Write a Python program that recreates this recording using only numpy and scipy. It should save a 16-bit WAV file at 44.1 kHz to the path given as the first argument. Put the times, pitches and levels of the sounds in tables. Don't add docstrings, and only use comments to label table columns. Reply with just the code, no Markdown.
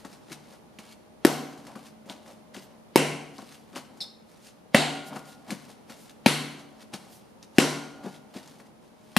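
import sys
import numpy as np
from scipy import signal
from scipy.fft import rfft, irfft
from scipy.io import wavfile
from scipy.ndimage import uniform_filter1d

SR = 44100
rng = np.random.default_rng(int(sys.argv[2]) if len(sys.argv) > 2 else 0)


def ratio(d):
    e = np.asarray(d, float) / 20
    return 10 ** e


def store_wav(level_fs):
    pcm = np.round(np.clip(np.atleast_2d(level_fs), -1, 1) * 32767)
    wavfile.write(sys.argv[1], SR, pcm.T.astype(np.int16))


N = 404838
OPPOSED = np.array([[1], [-1]])

# (time [s], crackle [dB], crackle centre [Hz], knock [dB], knock [Hz])
SLAP_EVENTS = [
    (1.2491, -11, 2020, -4, 400),
    (2.958, -12, 2250, -1, 500),
    (4.7453, -6, 1620, -4, 500),
    (6.2607, -4, 2465, -4, 700),
    (7.5832, -9, 2200, -9, 400),
    (9.1654, -10, 1930, -13, 750),
]


def colour(x, points):
    hz, db = np.transpose(points)
    f = np.fft.rfftfreq(x.shape[-1], 1 / SR) + 1
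    gain = ratio(np.interp(np.log(f), np.log(hz), db))
    return irfft(rfft(x) * gain, x.shape[-1])


def band(x, lo_hz, hi_hz):
    sos = signal.butter(2, [lo_hz, min(hi_hz, .45 * SR)], "band", fs=SR, output="sos")
    y = signal.sosfilt(sos, x)
    return y / np.std(y)


def walk(rate):
    k = int(SR / rate)
    levels = rng.standard_normal(N // 32)
    held = levels[np.arange(N) // k]
    return 1.27 * uniform_filter1d(uniform_filter1d(held, k), k)


def swell(t, rise):
    u = np.maximum(t, 0) / rise
    return u * np.exp(1 - u)


def ring(t, hz, rise):
    return np.sin(2 * np.pi * hz * t) * swell(t, rise)


def add(out, s, sound):
    i = int(s * SR)
    out[..., i:i + sound.shape[-1]] += sound[..., :N - i]


def pan(db):
    return ratio(np.array([[db / 2], [-db / 2]]))


def kitchen():
    # (frequency [Hz], level [dB])
    air_colour = [(15, -56.5), (25, -24.5), (65, -11.5), (213, -1), (348, -6), (567, -6.5), (615, -15.5),
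                  (685, -11.5), (828, -10), (1630, -22), (6880, -32), (8090, -34), (9790, -31.5),
                  (14700, -42.5), (16400, -68.5)]
    # (frequency [Hz], level [dB])
    motor_lines = [(220.7, -57.5), (446.8, -76), (619.1, -63), (737.5, -71.5), (834.4, -74.5)]
    mid, side = colour(rng.standard_normal((2, N)), air_colour)
    air = (mid + side * OPPOSED) / np.std(mid) * ratio(-56 + 0.8 * walk(1.3))
    t = np.arange(N) / SR
    hum = 0
    for hz, db in motor_lines:
        hum = hum + ratio(db - 2.0 + 2.5 * walk(3)) * np.sin(2 * np.pi * hz * t + 1.7 * walk(6.2))
    return air + hum


def room():
    # (frequency [Hz], T60 [s])
    decay_times = [(80, 1), (210, 0.84), (560, 0.76), (1470, 0.74), (3880, 0.66), (10200, 0.59)]
    # (frequency [Hz], level [dB])
    tail_colour = [(60, 0.5), (120, -4.5), (250, 0.5), (500, -4.5), (1000, 0.5), (2000, 0.5), (4000, 0),
                   (8000, 0), (14000, -1)]
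    # (frequency [Hz], level [dB])
    width = [(100, -11), (1000, -7), (4000, -10.5), (8000, -8.5), (14000, -5.5)]
    # (frequency [Hz], level [dB], T60 [s])
    cabinet_rings = [(148, -63.5, 1.1), (149, -51.5, 0.8), (219, -57, 0.4), (232, -58.5, 0.8),
                     (281, -64.5, 1.5), (286, -64.5, 1.1), (367, -73, 0.53), (457, -64.5, 0.82),
                     (593, -63, .6), (764, -69.5, 1.8)]
    tail_db, onset_s = -0.5, 0.0039
    t = np.arange(5 * SR // 4) / SR
    mid, side = rng.standard_normal((2, len(t)))
    noise = mid + colour(side, width) * OPPOSED
    hz, t60 = np.transpose(decay_times)
    tail = 0
    for centre in 45 * 2 ** np.arange(0, 8.6, .5):
        decay = ratio(-60 * t / np.interp(np.log(centre), np.log(hz), t60))
        tail = tail + np.sqrt(centre) * band(noise, centre / 2 ** .25, centre * 2 ** .25) * decay
    tail = colour(tail, tail_colour) * (1 - np.exp(-t / onset_s))
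    tail *= ratio(tail_db) / np.sqrt(np.sum(tail ** 2) / 2)
    for ring_hz, db, ring_t60 in cabinet_rings:
        tail += ratio(db) * np.sin(2 * np.pi * ring_hz * t) * ratio(-60 * t / ring_t60)
    return tail


def walls():
    # (delay [ms], level [dB])
    echoes = [(3.6, -11), (5.4, -5), (7.6, -12.5), (9.5, -19), (16.3, -10.5), (17.6, -15), (19, -13.5),
              (23, -15)]
    # (frequency [Hz], level [dB])
    wall_colour = [(100, -13), (400, -10.5), (1200, -7), (3500, -2), (9000, 0), (15000, 2.5)]
    out = np.zeros((2, 2048))
    for ms, db in echoes:
        lag = ((ms + .018 * rng.standard_normal(2)) * SR / 1000).astype(int)
        out[[0, 1], lag] += ratio(db)
    return colour(out, wall_colour)


def bowl():
    # (time [s], level [dB], T60 [s], length [s])
    strikes = [
        (4.748, -43, 2.2, 0.72),
        (7.585, -40, 1.5, .8),
    ]
    bowl_hz = 1424
    out, t = np.zeros(N), np.arange(SR) / SR
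    for s, db, t60, length in strikes:
        stop = np.clip((length - t) / .12, 0, 1)
        add(out, s, ratio(db - 60 * t / t60) * np.sin(2 * np.pi * bowl_hz * t) * stop)
    return out


def brushes():
    # (time [s], level [dB], half length [ms], centre [Hz])
    passes = [(2.07, -67, 10, 9000), (2.635, -61.5, 32, 10000), (4.47, -57.5, 47, 7000),
              (5.08, -50.5, 25, 8900), (5.29, -58, 30, 9000), (6.02, -59, 54, 9000), (6.6, -55, 18, 6000),
              (7.145, -57.5, 49, 10500), (7.565, -59, 12, 6000)]
    out, ms = np.zeros((2, N)), np.arange(-4096, 4096) / SR * 1000
    for s, db, half_ms, hz in passes:
        mid, side = band(rng.standard_normal((2, len(ms))), hz / 3.1, hz * 1.27)
        air = mid + 0.37 * side * OPPOSED
        add(out, s + ms[0] / 1000, ratio(db) * air * np.exp(-(ms / half_ms) ** 2))
    return out


def rubs():
    # (time of the top [s], hiss [dB], rise by 20 dB [ms], fall by 20 dB [ms], rumble re hiss [dB])
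    slides = [(0.142, -53, 402, 93, 7), (0.536, -49.5, 105, 53, 4.5), (0.928, -53, 190, 22, -12),
              (1.868, -50, 210, 53, 4.5), (2.31, -48, 90, 70, 5.5), (3.4, -54, 105.5, 399, 6.5),
              (3.544, -48, 70, 37, -15), (3.978, -55, 50, 50, 11), (4.294, -60, 51, 158.5, 0),
              (4.474, -54.5, 149.5, 109, -4), (5.13, -52.5, 60, 298.5, 15), (5.288, -52.5, 53, 79.5, -15),
              (5.7, -53.5, 148, 70, 5.5), (6.104, -54, 300, 37, -7), (6.6, -58, 40, 80, 20),
              (7.0, -53.5, 50, 342, 6), (7.57, -49.5, 39, 12, 5), (7.98, -65.5, 53, 80, 18.5),
              (8.142, -58, 52, 90, 1), (8.596, -56, 300, 143.5, 6.5), (8.846, -63, 50, 149.5, -3),
              (9.114, -58, 180, 150, -8)]
    # (time of the top [s], hiss [dB], rise by 20 dB [ms], fall by 20 dB [ms], rumble re hiss [dB])
    drags = [(0.328, -44.5, 58, 70, 5.5), (0.788, -47, 0, 80, 8), (1.6, -64.5, 100, 120, 16),
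             (1.67, -52, 6, 71, 13), (2.092, -45.5, 30, 96, 11), (2.548, -46.5, 14, 148.5, 5.5),
             (3.768, -41.5, 30.5, 80.5, 10.5), (4.008, -47, 12, 102, -4), (4.74, -37.5, 5, 4, 4),
             (5.498, -51, 35, 39, 8), (5.528, -42.5, 48.5, 90, 0), (5.902, -49.5, 22, 122, 3.5),
             (6.82, -53, 145.5, 60, -3), (6.936, -38.5, 12.5, 52, 0), (7.432, -45, 11, 16, -8),
             (8.062, -51.5, 67, 123, 17), (8.366, -46, 44, 106, 5)]
    slide_air_db, drag_air_db = -2, -6
    linger, resting_db = 1.11, -66
    ms = np.arange(N) / SR * 1000
    levels = np.zeros((3, N))
    levels[1] = ratio(resting_db - 5)
    for strokes, air_db in ((slides, slide_air_db), (drags, drag_air_db)):
        for s, db, rise_ms, fall_ms, low_db in strokes:
            near = slice(max(int((s - .6) * SR), 0), int((s + .7) * SR))
            late = ms[near] - 1000 * s
            fade_db = -20 * np.maximum(-late / rise_ms, late / fall_ms)
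            shapes_db = np.array([fade_db - 3.5, fade_db / linger + low_db - 8, fade_db + air_db - 8.5])
            levels[:, near] += ratio(db + shapes_db)
    grain = rng.standard_normal(N) * ratio(3.2 * walk(400) + 2.3 * walk(45))
    shake = rng.standard_normal(N)
    rumble = (.62 * band(shake, 160, 370) + .72 * band(shake, 380, 850)) * ratio(4.2 * walk(30))
    layers = np.array([band(grain, 990, 5600), rumble, band(grain, 3400, 10000)])
    levels = uniform_filter1d(levels, int(0.0052 * SR), axis=1)
    return pan(1.4) * np.sum(levels * layers, axis=0)


def squeak():
    # (from [Hz], to [Hz], glide [ms], length [ms], level [dB])
    from_hz, to_hz, glide_ms, length_ms, db = (4800, 3401, 8.5, 25.5, -35)
    # (frequency [Hz], level [dB])
    squeak_colour = [(2500, -29.5), (3550, -3), (4300, 0), (5300, -2), (6200, -10), (7500, -9),
                     (9500, -9.5), (11500, -16), (13500, -12), (16000, -25)]
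    upper_hz, lowest_ms, bend_hz_per_ms2 = 5050, 10.5, 3.6
    ms = np.arange(2048) / SR * 1000
    falling_hz = to_hz + (from_hz - to_hz) * np.exp(-ms / glide_ms)
    bending_hz = upper_hz + bend_hz_per_ms2 * (np.minimum(ms, length_ms) - lowest_ms) ** 2
    shape = np.clip(ms / 0.45, 0, 1) * np.clip((length_ms - ms) / 8, 0, 1)
    rough = band(rng.standard_normal((2, len(ms))), 100, 900)
    phase = 2 * np.pi * np.cumsum([falling_hz, bending_hz], axis=1) / SR
    lower, upper = np.sin(phase + .25 * rough[::-1]) * (1 + .45 * rough)
    both = lower + ratio(-2.5) * upper
    mixed = both + ratio(-6) * both ** 2 + ratio(-14) * both ** 3
    return pan(1.9) * ratio(db) * colour(mixed * shape, squeak_colour)


def pats():
    # (time [s], tick [dB], tick [Hz], thud re tick [dB], knock re tick [dB])
    hand_pats = [(0.048, -32.5, 1500, -4.5, -3.5), (0.2836, -48, 2050, 0, -6), (0.305, -45, 2050, 9, -8),
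                 (1.7543, -34.5, 1690, -2, -0.5), (2.057, -47.5, 2030, 3.5, -13),
                 (2.0976, -30, 3400, -7.5, -8), (2.5454, -32, 1930, -14.5, -5),
                 (2.5653, -34.5, 2920, 1, -18), (3.382, -36, 5100, -3.5, 0), (3.4185, -44.5, 3730, 5.5, -1),
                 (3.73, -44, 3300, 3, -1), (3.7588, -26, 2750, -7.5, -2), (5.1593, -31, 1705, -2, 3.5),
                 (5.468, -55, 2040, 4, 2), (5.496, -50, 2000, 14, 0), (5.5052, -20, 2450, -14, -14),
                 (5.517, -40, 3000, 12, 2), (5.897, -33.5, 2010, -8.5, -4.5),
                 (6.9367, -25.5, 2430, -9.5, -14), (8.0346, -40, 950, -6, -9), (8.0402, -43, 1710, 6, -6),
                 (8.0606, -38, 1500, 9, -2), (8.3484, -48, 1990, 8, -8), (8.358, -44, 2010, 10, -10),
                 (8.6004, -45, 1940, -8, -2)]
    # (time [s], tick [dB], tick [Hz], left minus right [dB])
    fingertips = [(0.1289, -42, 5340, 0), (0.3199, -31, 2140, 6), (0.787, -32, 2670, -2),
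                  (0.891, -46, 4480, 3), (1.5264, -40, 1200, 2), (1.5758, -39, 1100, 2),
                  (1.6506, -42, 1150, 2), (1.6681, -38, 1850, 2), (2.2613, -43, 1740, 2),
                  (3.9719, -42, 1220, 2), (5.6989, -41, 1160, 2), (4.0046, -38, 2300, 2),
                  (6.096, -42, 3770, 2.5), (7.428, -39.5, 5800, 0), (8.142, -42, 2400, 2),
                  (8.1465, -43, 3800, 2), (8.1545, -45, 3600, 2), (8.1625, -46, 3600, 2),
                  (8.3689, -36, 2270, 2), (8.4753, -37.5, 6510, -1)]
    touches = [(*pat, 3.5) for pat in hand_pats]
    for s, db, hz, pan_db in fingertips:
        touches.append((s, db, hz, -14.5, -15, pan_db))
    touches.sort()
    out, t = np.zeros((2, N)), np.arange(2560) / SR
    for s, db, hz, thud_db, knock_db, pan_db in touches:
        noise = rng.standard_normal((4, len(t)))
        tick = 0.55 * band(noise[0], hz / 1.4, hz * 1.1) * swell(t, 0.00031) + .7 * ring(t, hz, 0.00028)
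        rustle = 0.15 * band(noise[1], 1500, 8300) * (swell(t, 0.0016) + 0.49 * swell(t, 0.0091))
        thud = ratio(thud_db - 2.0) * band(noise[2], 170.4, 330) * swell(t, 0.0056)
        knock = ratio(knock_db - 9.5) * band(noise[3], 520, 1350) * swell(t, .0065)
        add(out, s, ratio(db) * pan(pan_db) * (tick + rustle + thud + knock))
    return out


def slaps():
    # (delay [ms], snap [dB], snap [Hz], rim landing first [dB])
    snaps = [(1.0, -10, 2000, -10), (1.3, -9, 2600, -9), (2.9, 0, 1900, -7), (2.0, -1, 2700, -6),
             (1.6, -4, 2600, -18), (1.5, -12, 2400, -5)]
    # (delay [ms], level [dB], frequency [Hz], rise [ms])
    thumps = [(1.7, 0, 315, 1.7), (1.4, -2.5, 320, 1.1), (2.2, -5, 240, 1.6), (1.8, -4, 245, 2.2),
              (2.0, 2, 300, 1.1), (1.8, -12, 215, 2.4)]
    # (frequency [Hz], level [dB])
    overtones = [(560, -13), (950, -8), (560, -7), (800, -14), (760, -14), (1000, -22)]
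    # (level at the far walls [dB], treble [dB], left minus right [dB])
    landings = [(11.5, -17, 2), (14.5, -16, 1), (16, -17.5, 1), (13, -17.5, 2.5), (14.56, -16.5, 2.5),
                (11.5, -17.5, 5.5)]
    # (frequency [Hz], level [dB])
    clap_1 = [(59, -65), (100, -36), (140, -7.5), (181, -17.5), (218, -4), (270, -3), (640, -7.5),
              (742, -5.5), (825, -12), (1960, -20.5), (6810, -24), (13700, -35.5), (15500, -43)]
    # (frequency [Hz], level [dB])
    clap_2 = [(59, -65.5), (100, -33), (146, -5.5), (188, -7.5), (326, -3.5), (447, -1), (497, -2),
              (861, -7.5), (1210, -16.5), (1800, -15), (2200, -11), (2800, -11), (3400, -19), (9950, -22.5),
              (15500, -55)]
    # (frequency [Hz], level [dB])
    clap_3 = [(59, -65), (100, -39), (143, -5.5), (184, -12), (275, -0.5), (313, -6), (400, -2),
              (497, -5.5), (742, 1.5), (1040, -12), (3180, -9.5), (4700, -13), (5750, -23), (6900, -17),
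              (9540, -21), (15500, -51)]
    # (frequency [Hz], level [dB])
    clap_4 = [(59, -69.5), (100, -45.5), (140, -4), (184, -15.5), (228, -3.5), (640, -11.5), (712, -12.5),
              (1520, -16), (2270, -13.5), (4370, -15), (5070, -21), (10200, -23), (15500, -49)]
    # (frequency [Hz], level [dB])
    clap_5 = [(59, -82), (100, -43.5), (140, -9), (184, -11.5), (275, -3.5), (614, -7.5), (712, -9),
              (1340, -16.5), (1430, -16), (5870, -19.5), (9950, -25.5), (13000, -40), (15500, -60)]
    # (frequency [Hz], level [dB])
    clap_6 = [(59, -60), (100, -40), (200, -4), (400, -11), (560, -22), (900, -16), (1600, -18),
              (3500, -14), (10200, -22), (15500, -45)]
    claps = [clap_1, clap_2, clap_3, clap_4, clap_5, clap_6]
    near, far, t = np.zeros((2, N)), [], np.arange(2048) / SR
    for slap, snap, thump, overtone, clap, landing in zip(SLAP_EVENTS, snaps, thumps, overtones, claps, landings):
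        s, crackle_db, crackle_hz, knock_db, knock_hz = slap
        snap_ms, snap_db, snap_hz, rim_db = snap
        thump_ms, thump_db, thump_hz, rise_ms = thump
        over_hz, over_db = overtone
        clap_db, top_db, pan_db = landing
        noise = rng.standard_normal((3, len(t)))
        late = t - snap_ms / 1000
        crackle = band(noise[0], crackle_hz / 2.6, crackle_hz * 1.63) * swell(t, 0.0012)
        crackle *= ratio(crackle_db - 6.5)
        treble = band(noise[1], 4000, 11500) * (swell(t, 0.0007) + 1.8 * swell(late + .0004, 0.0003))
        treble *= ratio(top_db - 6.5)
        burst = ratio(snap_db) * np.cos(2 * np.pi * snap_hz * late) * np.exp(-(late / .0003) ** 2)
        burst -= ratio(rim_db) * ring(t, 2100, .00016)
        body = ratio(knock_db) * ring(t - .00035, knock_hz, .00055)
        body -= ratio(thump_db) * ring(t - thump_ms / 1000, thump_hz, rise_ms / 1000)
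        body -= ratio(over_db) * ring(late, over_hz, .0012)
        add(near, s, pan(pan_db) * (crackle + treble + burst) + pan(pan_db + .3) * body)
        rush = ratio(-52) * band(noise[2], 500, 3800) * ratio(-700 * t[::-1])
        add(near, s - t[-1], pan(pan_db) * rush)
        click = np.roll(colour(1. * (t == 0), clap), 200)
        far.append(pan(1.2) * ratio(clap_db) * click / np.sqrt(np.sum(click ** 2)))
    return near, far


def scene():
    squeak_s = 4.0047
    near, claps = slaps()
    hand, whistle, peel, hall = pats() + rubs(), np.zeros((2, N)), squeak(), room()
    add(whistle, squeak_s, peel)
    echoes = signal.oaconvolve(near + ratio(-4.0) * hand + ratio(2.5) * whistle, walls(), axes=1)[:, :N]
    tail = signal.fftconvolve(ratio(-8) * hand, hall, axes=1)[:, :N]
    damped = hall * ratio(-1.5 - 45 * np.arange(hall.shape[1]) / SR)
    add(tail, squeak_s, signal.fftconvolve(peel, damped, axes=1))
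    spots = 2 * [hall, room(), room()]
    for (s, *_), clap, spot in zip(SLAP_EVENTS, claps, spots):
        add(tail, s, signal.fftconvolve(clap, spot, axes=1))
    low_cut = signal.butter(2, 126, "high", fs=SR, output="sos")
    counter = signal.sosfilt(low_cut, near + hand + whistle + echoes + tail)
    return counter + bowl() + kitchen() + brushes()


def roll_off(x):
    return signal.sosfilt(signal.butter(12, 16540, fs=SR, output="sos"), x)


def record(dry):
    # (frequency [Hz], level [dB])
    right_port = [(100, -1), (3000, 0.5), (8000, 0), (13000, 4)]
    notch_hz, top_hz = 7860, 15000
    ports = [dry[0], colour(dry[1], right_port)]
    x = signal.lfilter(*signal.iirnotch(notch_hz, 60, SR), ports)
    x = signal.sosfilt(signal.cheby1(10, .5, top_hz, fs=SR, output="sos"), x)
    x = x / (1 + np.abs(x) ** 4) ** .25
    return roll_off(x)


dry = scene()
out = record(dry)
store_wav(out)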